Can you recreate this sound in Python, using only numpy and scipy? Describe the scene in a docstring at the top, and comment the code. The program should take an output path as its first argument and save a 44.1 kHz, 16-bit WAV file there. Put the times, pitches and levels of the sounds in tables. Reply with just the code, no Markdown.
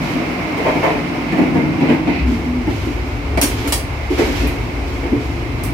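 """A train runs on throughout: wheels roar, wall panels drone, the car body booms under the floor.
Jolts thud in the panels and rattle steel fittings; rubs and drags of a door come and go from the start.
From 2.0 to 2.75 s the listener walks from the vestibule into the toilet cubicle: the boom grows, a rustle
sets in and the room briefly sings. From 3.4 s a steel latch snaps now and then in the small hard room.
Shaped noise makes all but the singing and the latch ring, which are sines; two ports pick it up."""
import sys
import numpy as np
from scipy import signal
from scipy.fft import rfft, irfft
from scipy.io import wavfile
from scipy.ndimage import uniform_filter1d, minimum_filter1d

SR = 44100
rng = np.random.default_rng(int(sys.argv[2]) if len(sys.argv) > 2 else 0)


def wav_out(sig):
    """Save sig, one row per channel (or a flat mono array), as 16-bit PCM at SR to the path in sys.argv[1]."""
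    wavfile.write(sys.argv[1], SR, np.round(np.clip(np.atleast_2d(sig).T, -1, 1) * 32767).astype(np.int16))


N = 252693
TIME = np.arange(N) / SR
HIT = TIME[:SR * 3 // 4]  # time axis of one short event


# Track roughness as the walls feel it. Each row: time in seconds, level in dB before drone_db.
TRACK_DB = [(0.0, -21.5), (0.29, -23), (1.39, -22), (1.53, -15), (2.42, -23), (3.11, -28), (3.57, -25),
            (3.88, -32), (4.15, -43), (4.29, -22), (4.76, -27.5), (5.73, -26)]
# Wheel roar, lower as the outer door is left behind. Each row: time in seconds, level in dB before roar_db.
ROAR_DB = [(0.0, -31.5), (0.64, -30), (2.62, -36.5), (4.48, -35), (5.33, -37), (5.73, -35)]
# Spectrum of the wheel roar. Each row: frequency in Hz, density in dB per Hz.
ROAR_COLOUR = [(40, -15), (120, -0.5), (420, 2.5), (700, 1.5), (1000, -0.5), (1400, -4.5), (1850, -7),
               (2120, 1), (2650, -5.5), (3300, -15.5), (5500, -19.5), (7000, -28.5), (9500, -32),
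               (16000, -35)]


def running(drone_db=-0.5, roar_db=7, flutter_db=1.0, flutter_per_s=28):
    """The track shakes the wall panels; the wheel roar flutters over them."""
    inside = place(TIME)
    vestibule = diffuse(panels(0, N), N)
    cubicle = diffuse(panels(1, N), N)
    crossfade = np.sqrt(1 - inside) * vestibule + np.sqrt(inside) * cubicle
    drone = steadied(crossfade, 0.19) * curve(TRACK_DB)
    flutter = undb(flutter_db * walk(flutter_per_s))
    roar = diffuse(undb(along(ROAR_COLOUR, N)), N) * curve(ROAR_DB) * flutter
    return undb(drone_db) * drone + undb(roar_db) * roar


# Wall panels. Each row: frequency in Hz, half-width at half gain in Hz, relative level in dB in the
# vestibule, relative level in dB in the cubicle.
PANELS = [(93.7, 6.7, -3.5, 0), (153.1, 13.2, 0.5, -8.5), (187.4, 23.4, -3.5, -16.5), (243, 7.4, -2, -5),
          (263, 22, 0.5, -1), (289.7, 5.4, 2, 4), (315.6, 19, 0, -21), (348, 31, -8.5, -3),
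          (430, 6.1, -31, -3), (640, 43, -19, -43), (917, 207, -27, -27.5)]


def panels(inside, n):
    """Wall resonances at a place between the vestibule (0) and the cubicle (1)."""
    modes = [(hz, width_hz, out_db + inside * (in_db - out_db)) for hz, width_hz, out_db, in_db in PANELS]
    return resonances(modes, n)


# Walk through the doorway. Each row: time in seconds, share of the cubicle from 0 to 1.
DOORWAY_WALK = [(0, 0), (2.0, 0), (2.75, 0.99), (5.73, 1)]


def place(s):
    """Share of the cubicle at time s."""
    return np.clip(np.interp(s, *np.transpose(DOORWAY_WALK)), 0, 1)


# Bending of the car body. Each row: frequency in Hz, half-width at half gain in Hz, relative level in dB.
BODY_MODES = [(54.8, 6.5, -3), (70.4, 1.7, 0), (106.7, 28.3, -11.5)]


def body_boom(vestibule_db=-34.5, cubicle_db=-22.5):
    """Bending modes of the car body boom under the floor, louder in the small cubicle."""
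    level_db = vestibule_db + (cubicle_db - vestibule_db) * np.sqrt(place(TIME))
    return steadied(diffuse(resonances(BODY_MODES, N), N), 0.31) * undb(level_db)


# Jolts. Each row: start in seconds, panel thud in dB, thud centre in Hz, steel clank in dB,
# length of the chatter in seconds.
JOLTS = [(.15, -19, 280, -45, 0.023), (.57, -24.5, 400, -21, 0.028), (.645, -18, 960, -16, 0.052),
         (0.751, -15, 307, -23, 0.019), (.826, -17.5, 950, -15, .04), (.885, -22, 790, -23, .03),
         (1.322, -14, 187, -23.5, 0.017), (1.366, -9.5, 287, -18.5, 0.059), (1.54, -15.5, 327, -19, .041),
         (1.805, -12, 274, -18.5, 0.032), (1.882, -9.5, 243, -15.5, 0.042), (2.072, -11.5, 300, -21, 0.016),
         (2.278, -15, 330, -47, 0.034), (2.671, -13, 254, -27, 0.012), (2.87, -17, 242, -43, 0.0061),
         (3.374, -26, 805, -24, 0.016), (3.411, -17.5, 290, -32, 0.034), (3.645, -21, 326, -25.5, 0.027),
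         (4.103, -13, 383, -33, .012), (4.177, -11, 402, -17, 0.032), (4.273, -17, 280, -30, .02),
         (4.41, -21.5, 182, -30, 0.058), (5.03, -21.5, 320, -26.5, 0.033),
         (5.116, -10.5, 280, -28.5, 0.018)]
# Spectrum of the steel fittings. Each row: frequency in Hz, density in dB per Hz.
CLANK_COLOUR = [(150, -30), (450, 10.5), (580, 4), (850, 4), (1230, -9), (1800, -6), (2200, 0.5),
                (2700, -10.5), (3400, -19.5), (5500, -28), (8000, -36.5), (16000, -40)]


def jolts(thud_t60_s=0.23, room_t60_s=0.45, reach_octaves=0.66):
    """Each jolt thuds in the panels near its own pitch and makes steel fittings chatter into the room."""
    out, n = np.zeros((2, N)), len(HIT)
    for s, thud_db, hz, clank_db, length_s in JOLTS:
        nearness = np.exp(-.5 * (np.log2(bins(n) / hz) / reach_octaves) ** 2)
        excited = panels(place(s), n) * nearness
        # build up for half the chatter, hold to its end, ring out
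        build_up = np.minimum(HIT / length_s * 2, 1)
        ring_out = np.minimum(fade(thud_t60_s) * undb(60 * length_s / thud_t60_s), 1)
        thud = steadied(diffuse(excited, n), 0.021) * build_up * ring_out
        steel = diffuse(undb(along(CLANK_COLOUR, n)), n) * fade(room_t60_s)
        clank = unit_peak(signal.fftconvolve(steel, chatter(length_s))[:, :n])
        add(out, s, undb(thud_db) * thud + undb(clank_db) * clank)
    return out


def chatter(length_s, count=40):
    """Contact force of a loose part: a flurry of blows that grow weaker."""
    force = np.zeros(int(length_s * SR) + 1)
    when = (np.arange(count) + rng.random(count)) / count
    blows = rng.standard_normal(count) * (1 - .5 * when)
    force[(when * length_s * SR).astype(int)] = blows
    return force[None]


# Latch and bolt. Each row: start in seconds, level in dB, brightness in dB per octave,
# ring in dB re level, direct crack in dB re level.
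LATCH_SNAPS = [(3.374, -13.5, -7, -28, -14), (3.414, -9, 1, -25, -5), (3.422, -19.5, -3.5, -25, -16),
               (3.676, -23.5, -0.5, -19, -2), (3.7227, -13, 0, -11, -4), (4.472, -32, 7, -31, 3),
               (5.6365, -26, 5, -32, 7.5)]
# Spectrum of a snap. Each row: frequency in Hz, density in dB per Hz.
LATCH_COLOUR = [(300, -1), (1500, -3.5), (2400, 0), (3700, -5.5), (5300, -2), (6800, -5.5), (8300, -1.5),
                (12000, -4), (14300, -11), (15500, -11.5)]
# Ring of the latch steel. Each row: frequency in Hz, level in dB, t60 in seconds.
LATCH_MODES = [(4900, -7, 0.37), (5518, -10, .39), (8344, -8, .24), (9555, -7, 0.36), (11100, -6, .28),
               (11260, -8, .24), (12400, -6, .25), (13670, -3, .26), (15230, -9, .26)]


def latch(tail_t60_s=0.25, crack_t60_s=0.0061, uneven_db=4.0):
    """Steel snaps on steel: a crack, a short ring and dense reflections off the cubicle walls."""
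    out, n = np.zeros((2, N)), len(HIT)
    octaves = np.log2(np.maximum(bins(n), 1000) / 8000)
    for s, db, tilt_db, ring_db, crack_db in LATCH_SNAPS:
        # every contact point favours other modes of the lock case
        uneven = uneven_db * ripple(n, 150.0, channels=1)
        colour = undb(along(LATCH_COLOUR, n) + tilt_db * octaves + uneven)
        walls = diffuse(colour, n) * fade(tail_t60_s)
        # one channel: the direct crack reaches both ports alike
        crack = diffuse(colour, n)[0] * fade(crack_t60_s)
        ring = np.zeros((2, n))
        for hz, mode_db, t60_s in LATCH_MODES:
            ring += undb(mode_db) * fade(t60_s) * np.sin(2 * np.pi * (hz * HIT + rng.random((2, 1))))
        add(out, s, undb(db) * (walls + undb(crack_db) * crack + undb(ring_db) * ring))
    return out


# Door on its frame. Each row: start in seconds, level in dB, length in seconds.
DRAGS = [(0.795, -32, 0.22), (1.267, -31, 0.086), (1.787, -31.5, 0.22), (2.034, -28, 0.25),
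         (4.34, -30.5, 0.23)]
# Ring of the dragging door. Each row: frequency in Hz, half-width at half gain in Hz, relative level in dB.
DOOR_MODES = [(2050, 160, -3), (2490, 250, -2), (3900, 1100, -18.5)]


def drags(grain_db=2, grain_per_s=110):
    """The door slips in small jerks along its frame and rings in its own modes."""
    rasp = diffuse(resonances(DOOR_MODES, N), N) * undb(grain_db * walk(grain_per_s))
    speed = np.zeros(N)
    for s, db, length_s in DRAGS:
        speed += undb(db) * np.sin(np.pi * np.clip((TIME - s) / length_s, 0, 1))
    return rasp * speed


# Strokes of clothes and hand on the door. Each row: start in seconds, level in dB,
# length before release in seconds.
RUBS = [(0, -33.5, 0.12), (0.583, -41, 0.33), (2.26, -38.5, 0.088), (2.684, -40.5, 0.18),
        (3.43, -33.5, 0.22), (4.097, -34.5, 0.32), (4.17, -30, 0.041), (4.35, -38, 0.055),
        (4.855, -45, 0.092), (5.19, -46, 0.075)]
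# Spectrum of the rubbing. Each row: frequency in Hz, density in dB per Hz.
RUB_COLOUR = [(500, 6.5), (2400, 10.5), (3800, 5.5), (5800, 2), (7500, -3.5), (9500, -10), (12000, -4.5),
              (16000, -23)]


def rubbing(attack_s=0.023, release_s=0.078, rustle_db=-42.5, grain_db=1.0, grain_per_s=90):
    """Uneven dry friction: separate strokes over a faint rustle that comes with the cubicle."""
    pressure = undb(rustle_db) * place(TIME)
    for s, db, length_s in RUBS:
        attack = np.clip((TIME - s) / attack_s, 0, 1)
        release = np.exp(-np.maximum(TIME - s - length_s, 0) / release_s)
        pressure = pressure + undb(db) * attack * release
    grain = undb(grain_db * walk(grain_per_s))
    return diffuse(undb(along(RUB_COLOUR, N)), N) * pressure * grain


# Standing waves. Each row: start in seconds, frequency in Hz, level in dB, length in seconds.
SWELLS = [(2.2, 65.2, -13.5, 0.14), (2.249, 237, -18, 0.15), (2.426, 246.6, -19, 0.24),
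          (3.261, 69, -18.5, 0.16), (4.387, 56.2, -18, 0.13)]


def swells():
    """Air in the small room sings briefly at one of its own pitches."""
    out = np.zeros((2, N))
    for s, hz, db, length_s in SWELLS:
        arch = np.sin(np.pi * np.minimum(HIT / length_s, 1))
        tone = np.sqrt(2) * np.sin(2 * np.pi * (hz * HIT + rng.random((1, 1))))
        add(out, s, undb(db) * arch * tone)
    return out


def hard_walls(x, depth_db=1.48):
    """Close hard walls comb the middle and treble, differently at each port."""
    depth = depth_db * np.clip(bins(N) / 400 - .5, 0, 1)
    return irfft(rfft(x) * undb(depth * ripple(N, 22)), N)


def ripple(n, spacing_hz, channels=2):
    """Random peaks and dips along frequency, as dense modes make them; spread near 1."""
    knots = np.arange(0, SR / 2, spacing_hz)
    heights = 1.17 * rng.standard_normal((channels, SR // 4))
    return np.array([np.interp(bins(n), knots, row[:len(knots)]) for row in heights])


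# Likeness of the two microphone ports. Each row: frequency in Hz, likeness (clipped to 0-1 after joining).
LIKENESS = [(60, 1.1), (130, 0.85), (300, 0.91), (640, 0.5), (1200, 0), (16000, 0)]


def diffuse(gain, n):
    """Sound from all sides with the given spectrum: the long waves reach both ports alike."""
    alike = np.clip(along(LIKENESS, n), 0, 1)
    mid, side = rfft(rng.standard_normal((2, n))) * gain * np.sqrt([1 + alike, 1 - alike])
    return unit(irfft([mid + side, mid - side], n))


def resonances(modes, n):
    """Gain of a group of resonances with steep skirts, summed in power."""
    power = 0
    for hz, width_hz, db in modes:
        power = power + (undb(db) / (1 + ((bins(n) - hz) / width_hz) ** 2)) ** 2
    return np.sqrt(power)


def steadied(x, span_s):
    """Even out the slow swells of a narrow-band sound."""
    window = np.hanning(int(span_s * SR))
    power = signal.fftconvolve(np.mean(x ** 2, axis=0), window, "same") / (span_s * SR / 2)
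    return x / np.sqrt(power)


def walk(rate_per_s):
    """Random levels held 1 / rate_per_s and slewed; spread near 1."""
    k = int(SR / rate_per_s)
    held = np.repeat(rng.standard_normal(N // k + 1), k)
    return 0.67 * uniform_filter1d(held, k)[:N]


def fade(t60_s):
    """A ring that falls 60 dB in t60_s."""
    return np.exp(-np.log(1000) * HIT / t60_s)


def undb(db):
    """Decibels to gain."""
    return 10 ** (np.asarray(db) / 20)


def curve(rows):
    """Gain over time from (s, dB) rows."""
    return undb(np.interp(TIME, *np.transpose(rows)))


def unit(x):
    """Scale to rms 1."""
    return x / np.sqrt(np.mean(x ** 2))


def unit_peak(x, size=660):
    """Scale so that the loudest moment, size samples long, has rms 1."""
    return x / np.sqrt(uniform_filter1d(np.mean(x ** 2, axis=0), size).max())


def bins(n):
    """Frequencies in Hz of the spectrum of n samples, at least 1."""
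    return np.maximum(np.fft.rfftfreq(n, 1 / SR), 1)


def along(points, n):
    """(Hz, value) points joined on a log-frequency axis."""
    hz, value = np.transpose(points)
    return np.interp(np.log(bins(n)), np.log(hz), value)


def add(out, s, x):
    """Mix x into out from time s."""
    i = int(s * SR)
    out[:, i:i + x.shape[1]] += x[:, :N - i]


def scene():
    """Running noise, jolts and door between hard walls, plus room swells and latch."""
    between_walls = body_boom() + running() + jolts() + rubbing() + drags()
    return hard_walls(between_walls) + swells() + latch()


def limit(x, ceiling=0.95, span_s=0.008):
    """Turn the gain down smoothly around peaks that pass the ceiling."""
    size = int(span_s * SR)
    gain = ceiling / np.maximum(np.abs(x).max(axis=0), ceiling)
    return x * uniform_filter1d(minimum_filter1d(gain, 2 * size), size)


# Colour of the two microphone ports. 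Each row: frequency in Hz, left minus right in dB.
PORTS = [(60, 1.6), (200, 2), (380, -1), (700, 2), (1290, -0.5), (2380, -5.5), (4400, -3), (8100, -2),
         (15000, 0.5)]


def record(dry, low_cut_hz=36, top_hz=15700):
    """Each port has its own colour; the phone cuts the deepest bass, limits the peaks and cuts the top."""
    balance = undb(along(PORTS, N) * np.array([[.5], [-.5]]))
    low_cut = 1 / np.sqrt(1 + (low_cut_hz / bins(N)) ** 8)
    limited = limit(irfft(rfft(dry) * balance * low_cut, N))
    top_cut = signal.ellip(10, .2, 80, top_hz, fs=SR, output="sos")
    return signal.sosfilt(top_cut, limited)


dry = scene()
out = record(dry)
wav_out(out)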